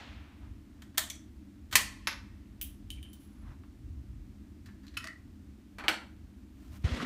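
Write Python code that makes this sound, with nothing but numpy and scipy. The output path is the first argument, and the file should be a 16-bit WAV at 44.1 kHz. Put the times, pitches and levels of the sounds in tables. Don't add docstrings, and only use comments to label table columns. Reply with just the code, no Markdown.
import sys
import numpy as np
from scipy import signal
from scipy.fft import rfft, irfft, next_fast_len
from scipy.io import wavfile
from scipy.ndimage import map_coordinates

SR = 44100
rng = np.random.default_rng(int(sys.argv[2]) if len(sys.argv) > 2 else 0)


def inscribe(sig):
    pcm = np.round(np.clip(np.atleast_2d(sig).T, -1, 1) * 32767)
    wavfile.write(sys.argv[1], SR, pcm.astype(np.int16))


N = 311076
TIME = np.arange(N) / SR
TAIL_SAMPLES = 2 ** 16

# start in seconds, level in dB, chatter time in seconds,
# bass change in dB, treble change in dB, amount of ringing, room sound in dB relative to the hit.
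SHOT_HITS = [(1.7546, -13.5, 0.0056, 0, 3, 1, -2)]
BACKSTOP_HITS = [(2.0719, -27, 0.0034, 0, 0, 0.49, 0)]
ACTION_HITS = [(.8205, -51.5, 0.0062, 3.5, -10, 0.48, -2.5), (.945, -61, 0.014, 7, -18.5, 0.81, 2),
               (.975, -35, 0.0071, -6, -3.5, 1, -5.5), (.9797, -23.5, 0.00046, -1, 3, 0.94, -2.5),
               (.9822, -23, 0.0008, 2.5, 1, 0.97, -2), (1.7127, -48.5, 0.013, 0.5, -5.5, 1, 2),
               (1.7265, -34.5, 0.0046, 0, -12.5, 0.41, 4)]
CATCH_HITS = [(1.1001, -39, .004, 0.006, 9.5, 0.53, -1.5), (1.1035, -40, .002, 0, -4, 0.96, -4.5)]
BOLT_HITS = [(2.6137, -31, 0.00062, -1, -10, 0.46, -0.5), (2.617, -36, 0.0009, -2, 22, 0.52, 12.5),
             (2.626, -33, 0.0029, -5, 16, 0.63, -4), (2.904, -38, 0.00023, -23, -21, 2.1, -2),
             (3.0288, -48.5, 0.0013, -12, -20, 2.9, -1), (3.0492, -58, 0.0019, 8, -43, 2.7, 5.5),
             (3.1315, -47.5, 0.0015, -23, -7, 0.7, 3), (3.2, -59.5, .07, -5, -11, 0.28, 7.5)]
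CARTRIDGE_HITS = [(4.6595, -56.5, .008, 3, 3.5, .7, 0), (4.686, -57.5, 0.0093, 10, -51, 1.3, 0),
                  (4.834, -63.5, 0.019, 14, 3, 0.8, 3), (4.8676, -59, 0.0023, -10, 1, 1.7, -1),
                  (4.881, -56, .004, -24, -9, 1.8, -3.5), (4.9414, -61.5, 0.0046, -4, -8, 0.9, 2)]
MAGAZINE_HITS = [(4.9696, -37.5, 0.00049, -11.5, -4.5, 1.71, 1.5),
                 (4.9723, -33.5, 0.0034, -2.5, 18, 3.3, -5)]
FOLLOWER_HITS = [(5.0427, -43, .001, -0.016, 0, 1, 0), (5.0725, -42, .0015, -1, 0, 0.99, -6.5)]
BENCH_HITS = [(3.636, -60, 0.0076, 17.5, -17, 0.93, -4), (5.7846, -43.5, 0.0037, 13, -1.5, 0.84, 3),
              (5.797, -45.5, 0.0025, 17, -12.5, 1, 6.5), (5.8389, -37.5, 0.037, 17, -11, 1, -1.5),
              (5.8823, -21, 0.00082, -20, -24, 0.39, -6), (5.8845, -26, 0.0028, 8.5, 1.5, 0.7, 3),
              (6.842, -58, 0.017, 19, -5, 0.34, -4)]

# pitch in Hz, width in Hz, boost in dB at a ringing amount of 1.
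BARREL_NOTES = [(826.3, 95, 4.5), (1083, 82, 6.5), (1790, 40, 5), (1917, 78, 4.5), (2440, 110, 4.5),
                (2590, 60, 4.5), (3300, 35, 2.5), (4317, 40, 7.5), (4500, 31, 7.5), (6360, 48, 5)]
BACKSTOP_NOTES = [(558, 32, 4.9), (915, 78, 7.7), (2130, 160, 1.1), (2684, 110, 5.2), (5250, 89, 3.9),
                  (6400, 400, 3.8), (11150, 68, 27)]
ACTION_NOTES = [(630, 35, 9.9), (1780, 230, 7.8), (2149, 60, 3), (3060, 160, 6.5), (3580, 130, 3),
                (4440, 180, 4)]
CATCH_NOTES = [(2320, 150, 5), (3450, 200, 5.1), (4440, 150, 4), (5974, 350, 11), (7430, 300, 4.8)]
BOLT_NOTES = [(1730, 76, 9.4), (2370, 46, 2.2), (3074, 88, 9.4), (9200, 310, 8.2), (11300, 28, 12)]
CARTRIDGE_NOTES = [(1695, 100, 8.4), (4130, 290, 7.2), (4600, 140, 7.1), (5960, 150, 7.3), (7100, 340, 3.3)]
MAGAZINE_NOTES = [(1048, 44, 7.7), (1363, 29, 11.8), (2590, 69, 14), (2710, 50, 3.4), (2990, 51, 11.7),
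                  (4070, 130, 5.6), (5200, 130, 6.7), (6760, 200, 5.2)]
FOLLOWER_NOTES = [(646, 32, 19), (1915, 26, 13.7), (4390, 225, 5.26), (8440, 320, 5.6), (10900, 60, 11)]
BENCH_NOTES = [(316, 43.2, 4.9), (524, 68, 1.3), (802, 31, 3.9), (1210, 60, 2), (1390, 60, 1.1),
               (2341, 90, 3), (2780, 100, 1.6), (4390, 235, 10.2), (8070, 350, 4.3), (11260, 340, 12.8)]
# pitch in Hz, width in Hz, base level in dB.
CHAIR_NOTES = [(250, 22, 8), (530, 42, 0), (1130, 61, -1), (1970, 180, 1.5), (2580, 90, -23)]
HUM_NOTES = [(71.34, 11, -57.5), (201.5, 7.3, -59.5)]

# frequency in Hz, relative level in dB.
SHOT_TONE = [(120, -30.5), (200, -22), (450, -19), (700, -15.5), (1080, -8), (1450, -12.5), (1950, 0),
             (2600, -4), (3500, -7.5), (8000, -9.5), (12000, -12), (15500, -14.5)]
BACKSTOP_TONE = [(210, -30), (350, -19), (474, -28), (539, -13.5), (643, -17), (928, -13), (1120, -11.5),
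                 (1300, -8.5), (2170, -5), (3130, -11), (5220, -11), (9590, -34.5), (11400, -27),
                 (14800, -29), (16000, -34)]
ACTION_TONE = [(200, -33.5), (350, -12.5), (480, -24.5), (640, -12.5), (850, -14), (1300, -6.5),
               (1800, -6.5), (2700, -11.5), (3400, -6), (5000, -11), (7000, -7.5), (10500, -10),
               (15500, -8)]
CATCH_TONE = [(880, -46), (1500, -18), (2160, -1), (2830, -9), (3380, -0.5), (4920, -12.5), (6060, -4),
              (14800, -19.5), (16000, -32)]
BOLT_TONE = [(410, -40), (700, -29), (841, -25), (934, -44), (1020, -29), (1770, -22), (2990, -6.5),
             (3370, -10), (4920, -14), (14800, -1), (16000, 8)]
CARTRIDGE_TONE = [(500, -35), (1000, -5), (1800, 0.5), (2600, -3), (4500, -5.5), (9000, -14.5),
                  (15500, -19)]
MAGAZINE_TONE = [(400, -51), (650, -20.5), (850, -16.5), (1250, 2.5), (1650, -2), (2000, -2.5),
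                 (2800, -7.5), (3500, -11.5), (4500, -9.5), (7000, -23.5), (10400, -19), (15500, -38)]
FOLLOWER_TONE = [(450, -32.5), (650, -14), (850, -14.5), (1200, 7), (2000, 0), (3200, -6), (4500, -2.5),
                 (8500, -12), (15500, -22)]
BENCH_TONE = [(120, -35), (220, -9.5), (400, -14), (750, -12), (1080, -6), (1450, -1.5), (2100, -0.5),
              (3100, -3.5), (4200, -10), (5200, -13), (8000, -16), (11300, -23), (15500, -22)]
STOCK_TONE = [(350, -23), (600, -4), (800, -2), (1100, -1.5), (1700, -5), (2600, -13.5), (6000, -24.5),
              (12000, -45.5)]
SLEEVE_TONE = [(290, -34), (500, -14), (604, 1), (946, -6), (1030, -2), (6060, -13.5), (14700, -17),
               (16000, -18)]
SCRAPE_TONE = [(88, -31), (150, 2), (240, -2.5), (297, -4.5), (398, -9), (790, -15.5), (1140, -18),
               (1630, -16), (1790, -15), (3350, -15), (11900, -39), (14800, -55), (16000, -59)]
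RUMBLE_TONE = [(20, -28), (32, -13), (42, 0.5), (60, 2), (76, 3.5), (100, -3.5), (130, -8.5), (170, -24),
               (260, -39.5), (420, -90)]
DRONE_TONE = [(88, -34.5), (150, -9.5), (172, -20), (182, -14), (195, -1.5), (222, 0), (303, 2.5),
              (339, -7), (438, -21), (520, -28), (680, -57), (1140, -120)]
AIR_TONE = [(260, -33), (450, -8.5), (607, -1), (818, -5.5), (1010, -5.5), (1890, -7.5), (2070, -8),
            (4430, -13.5), (5790, -15), (10400, -18.5), (13400, -21), (15300, -20.5), (16000, -40.5)]
ECHO_TONE = [(240, -54), (400, -0.5), (515, -6), (654, -0.5), (770, -1.5), (2420, -0.5), (3510, -4),
             (6960, -19), (10900, -37), (14000, -68)]

# middle in seconds, level in dB, half length in seconds.
BOLT_SQUEAK = [(2.986, -61.5, 0.017)]
STOCK_SLIDES = [(.45, -64.5, 0.049), (.79, -71.5, 0.063), (3.3, -73, 0.14), (3.498, -62.5, 0.065)]
SLEEVE_BRUSHES = [(6.655, -67, 0.09), (6.752, -57.5, 0.027), (6.825, -67, 0.024)]
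RUMBLE_RISES = [(1.75, -55.5, 0.22), (2.9, -55, 0.2), (3.85, -55.5, 0.55)]

# time of the peak in seconds, level in dB.
THIN_RINGS = [(2.63, -53), (2.945, -76), (3.032, -74), (3.092, -67), (3.138, -71), (3.203, -66),
              (3.24, -68), (3.335, -77), (3.39, -75), (3.47, -80)]
SPRING_JOLTS = [(5.085, -44.5)]
CHAIR_SHOVES = [(6.844, -41.5), (6.914, -42), (7.001, -42)]
CHAIR_GROANS = [(6.875, -42), (6.922, -45), (7.004, -38), (7.05, -38)]

# start in seconds, peak in dB, first pitch in Hz,
# swell time in seconds.
LOW_THUDS = [(1.743, -37, 140, 0.014), (6.8406, -18.5, 128, 0.012), (6.914, -25, 123, 0.014)]
# delay in seconds, boost in dB.
NEAR_ECHOES = [(.0036, 7.3), (0.0119, 6), (0.058, 4)]
# frequency in Hz, seconds to fade by 60 dB.
SHELTER_FADE = [(200, 0.41), (1000, 0.42), (2000, 0.34), (4000, 0.32), (8000, .31), (15000, 0.16)]
FIELD_FADE = [(200, 1.1), (1000, 1.5), (2500, 1.4), (6000, .9), (15000, 0.37)]


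def firing():
    return hits(SHOT_HITS, SHOT_TONE, BARREL_NOTES) + hits(BACKSTOP_HITS, BACKSTOP_TONE, BACKSTOP_NOTES)


def action():
    return hits(ACTION_HITS, ACTION_TONE, ACTION_NOTES) + hits(CATCH_HITS, CATCH_TONE, CATCH_NOTES)


def bolt():
    return hits(BOLT_HITS, BOLT_TONE, BOLT_NOTES) + singing(swells(BOLT_SQUEAK), hz=2380, width_hz=360)


def thin_ring():
    return singing(jolts(THIN_RINGS, rise_s=0.006, decay_s=0.042), hz=11100, width_hz=90)


def cartridges():
    return hits(CARTRIDGE_HITS, CARTRIDGE_TONE, CARTRIDGE_NOTES)


def magazine():
    spring = singing(jolts(SPRING_JOLTS, rise_s=0.044, decay_s=0.041), hz=1920, width_hz=140)
    body = hits(MAGAZINE_HITS, MAGAZINE_TONE, MAGAZINE_NOTES)
    return spring + body + hits(FOLLOWER_HITS, FOLLOWER_TONE, FOLLOWER_NOTES)


def bench():
    knocks = hits(BENCH_HITS, BENCH_TONE, BENCH_NOTES)
    return knocks + rubbing(swells(STOCK_SLIDES), STOCK_TONE, slips_per_s=6500, grab_db=1.5)


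def chair():
    shoves = jolts(CHAIR_SHOVES, rise_s=0.003, decay_s=0.21)
    legs = rubbing(shoves, SCRAPE_TONE, slips_per_s=21000, grab_db=1.5)
    frame = sum(from_db(db + 2 * drift(25)) * resonance(legs, hz, width) for hz, width, db in CHAIR_NOTES)
    groan = singing(jolts(CHAIR_GROANS, rise_s=0.0097, decay_s=0.016), hz=1290, width_hz=540)
    return legs + frame + groan


def thuds(sag_s=0.023):
    out, t = np.zeros(N), TIME[:TAIL_SAMPLES]
    for start_s, db, hz, swell_s in LOW_THUDS:
        swell = t * np.exp(-(t / swell_s) ** 2 / 2)
        cycles = hz * sag_s * np.log1p(t / sag_s)
        add(out, start_s, -from_db(db) * swell / swell.max() * np.cos(2 * np.pi * cycles))
    return out


def sleeve():
    return rubbing(swells(SLEEVE_BRUSHES), SLEEVE_TONE, slips_per_s=9400, grab_db=1)


def shelter(build_s=0.0012, smear_s=0.0021):
    t = TIME[:TAIL_SAMPLES // 4]
    bunching_db = sum(db * np.exp(-((t - delay_s) / smear_s) ** 2) for delay_s, db in NEAR_ECHOES)
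    build_up = 1 - np.exp(-t / build_s)
    return energy_one(dying_noise(SHELTER_FADE, size=len(t)) * from_db(bunching_db) * build_up)


def field_echo(sound):
    return signal.fftconvolve(sound, energy_one(dying_noise(FIELD_FADE)))[:N]


def earlier_echo(opening_db=-53, opening_s=0.13):
    out = np.zeros(N)
    echo = coloured(dying_noise(FIELD_FADE), ECHO_TONE)
    add(out, 0, from_db(opening_db) * echo / np.std(echo[:round(opening_s * SR)]))
    return out


def outdoors(rumble_db=-54, flutter_db=3.5, drone_db=-56.5, air_db=-70.5):
    flutter = from_db(flutter_db * drift(9))
    rumble = (from_db(rumble_db) + swells(RUMBLE_RISES)) * flutter * noise(RUMBLE_TONE)
    hums = sum(from_db(db) * rms_one(resonance(rng.standard_normal(N), hz, width))
               for hz, width, db in HUM_NOTES)
    hums = signal.sosfilt(signal.butter(2, 300, fs=SR, output="sos"), hums)
    return rumble + hums + from_db(drone_db) * noise(DRONE_TONE) + from_db(air_db) * noise(AIR_TONE)


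def hits(rows, tone, notes, bass_hz=900, middle_hz=3000, treble_hz=13000, level_span_s=0.006):
    out = np.zeros(N)
    for start_s, db, chatter_s, bass_db, treble_db, ring, room_db in rows:
        hardness = [(bass_hz, bass_db), (middle_hz, 0), (treble_hz, treble_db)]
        body = ringing(coloured(contact(chatter_s), tone, hardness), notes, ring)
        direct = from_db(db) * np.sqrt(level_span_s * SR) * energy_one(body)
        add(out, start_s, direct)
        add(out, start_s, from_db(room_db) * signal.fftconvolve(direct, shelter()))
    return out


def contact(chatter_s, snap=0.25, spread=3.2):
    t = TIME[:TAIL_SAMPLES // 4]
    burst = energy_one(rng.standard_normal(len(t)) * np.exp(-t / chatter_s))
    burst[0] += snap
    evened = irfft(np.exp(1j * np.angle(rfft(burst))))
    return evened * np.exp(-(t / (spread * chatter_s)) ** 2)


def ringing(x, notes, amount):
    return x + amount * sum((from_db(db) - 1) * resonance(x, hz, width) for hz, width, db in notes)


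def rubbing(gain, tone, slips_per_s, grab_db, grabs_per_s=70):
    slips = rng.standard_normal(N) * (rng.random(N) < slips_per_s / SR)
    grip = from_db(grab_db * drift(grabs_per_s))
    return gain * rms_one(coloured(slips * grip, tone))


def singing(gain, hz, width_hz):
    note = resonance(rng.standard_normal(N), hz, width_hz)
    return gain * rms_one(resonance(note, hz, 2 * width_hz))


def swells(rows):
    return sum(from_db(db) * np.exp(-((TIME - s) / half_s) ** 2) for s, db, half_s in rows)


def jolts(rows, rise_s, decay_s):
    gains = (from_db(db) * np.exp(-np.maximum((s - TIME) / rise_s, (TIME - s) / decay_s)) for s, db in rows)
    return np.sqrt(sum(gain ** 2 for gain in gains))


def resonance(x, hz, width_hz):
    r = np.exp(-np.pi * width_hz / SR)
    feedback = [1, -2 * r * np.cos(2 * np.pi * hz / SR), r * r]
    return signal.lfilter(np.array([1, 0, -1]) * (1 - r * r) / 2, feedback, x + 1e-18)


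def coloured(x, *tones):
    size = next_fast_len(len(x) // 2 + 1) * 2
    hz = np.arange(size // 2 + 1) * SR / size
    gain = from_db(sum(at_hz(tone, hz) for tone in tones))
    cepstrum = irfft(np.log(gain))
    cepstrum[1:size // 2] *= 2
    cepstrum[size // 2 + 1:] = 0
    return irfft(rfft(x, size) * np.exp(rfft(cepstrum)))[:len(x)]


def noise(tone):
    return rms_one(coloured(rng.standard_normal(N), tone))


def dying_noise(fades, size=TAIL_SAMPLES):
    t, hz = TIME[:size], np.arange(size // 2 + 1) * SR / size
    white = rfft(rng.standard_normal(size))
    centres = 125 * 2. ** np.arange(8)
    bands = [irfft(white * at_hz(np.c_[centres, centres == c], hz)) for c in centres]
    return sum(band * from_db(-60 * t / at_hz(fades, c)) for band, c in zip(bands, centres))


def drift(turns_per_s):
    steps = rng.standard_normal(N // 64)
    return rms_one(map_coordinates(steps, [TIME * turns_per_s], order=3, mode="wrap"))


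def at_hz(points, hz):
    row_hz, value = np.transpose(points)
    return np.interp(np.log(np.maximum(hz, 1)), np.log(row_hz), value)


def add(out, start_s, sound):
    at = round(start_s * SR)
    out[at:at + len(sound)] += sound[:N - at]


def from_db(db):
    return 10 ** (np.asarray(db) / 20)


def rms_one(x):
    return x / np.sqrt(np.mean(x ** 2) + 1e-20)


def energy_one(x):
    return x / np.sqrt(np.sum(x ** 2) + 1e-20)


def scene(field_db=-28, handling_outwards_db=-14):
    shot = firing()
    handling = action() + bolt() + thin_ring() + cartridges() + magazine() + bench()
    tail = from_db(field_db) * field_echo(shot + from_db(handling_outwards_db) * handling)
    return (shot + handling + tail + sleeve() + chair() + thuds() + outdoors() + earlier_echo())[None]


def record(dry, dip_hz=10400, dip_width_hz=600, dip_depth=0.41, cutoff_hz=15500):
    heard = dry - dip_depth * resonance(dry, dip_hz, dip_width_hz)
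    return signal.sosfilt(signal.ellip(10, .2, 70, cutoff_hz, fs=SR, output="sos"), heard)


dry = scene()
out = record(dry)
inscribe(out)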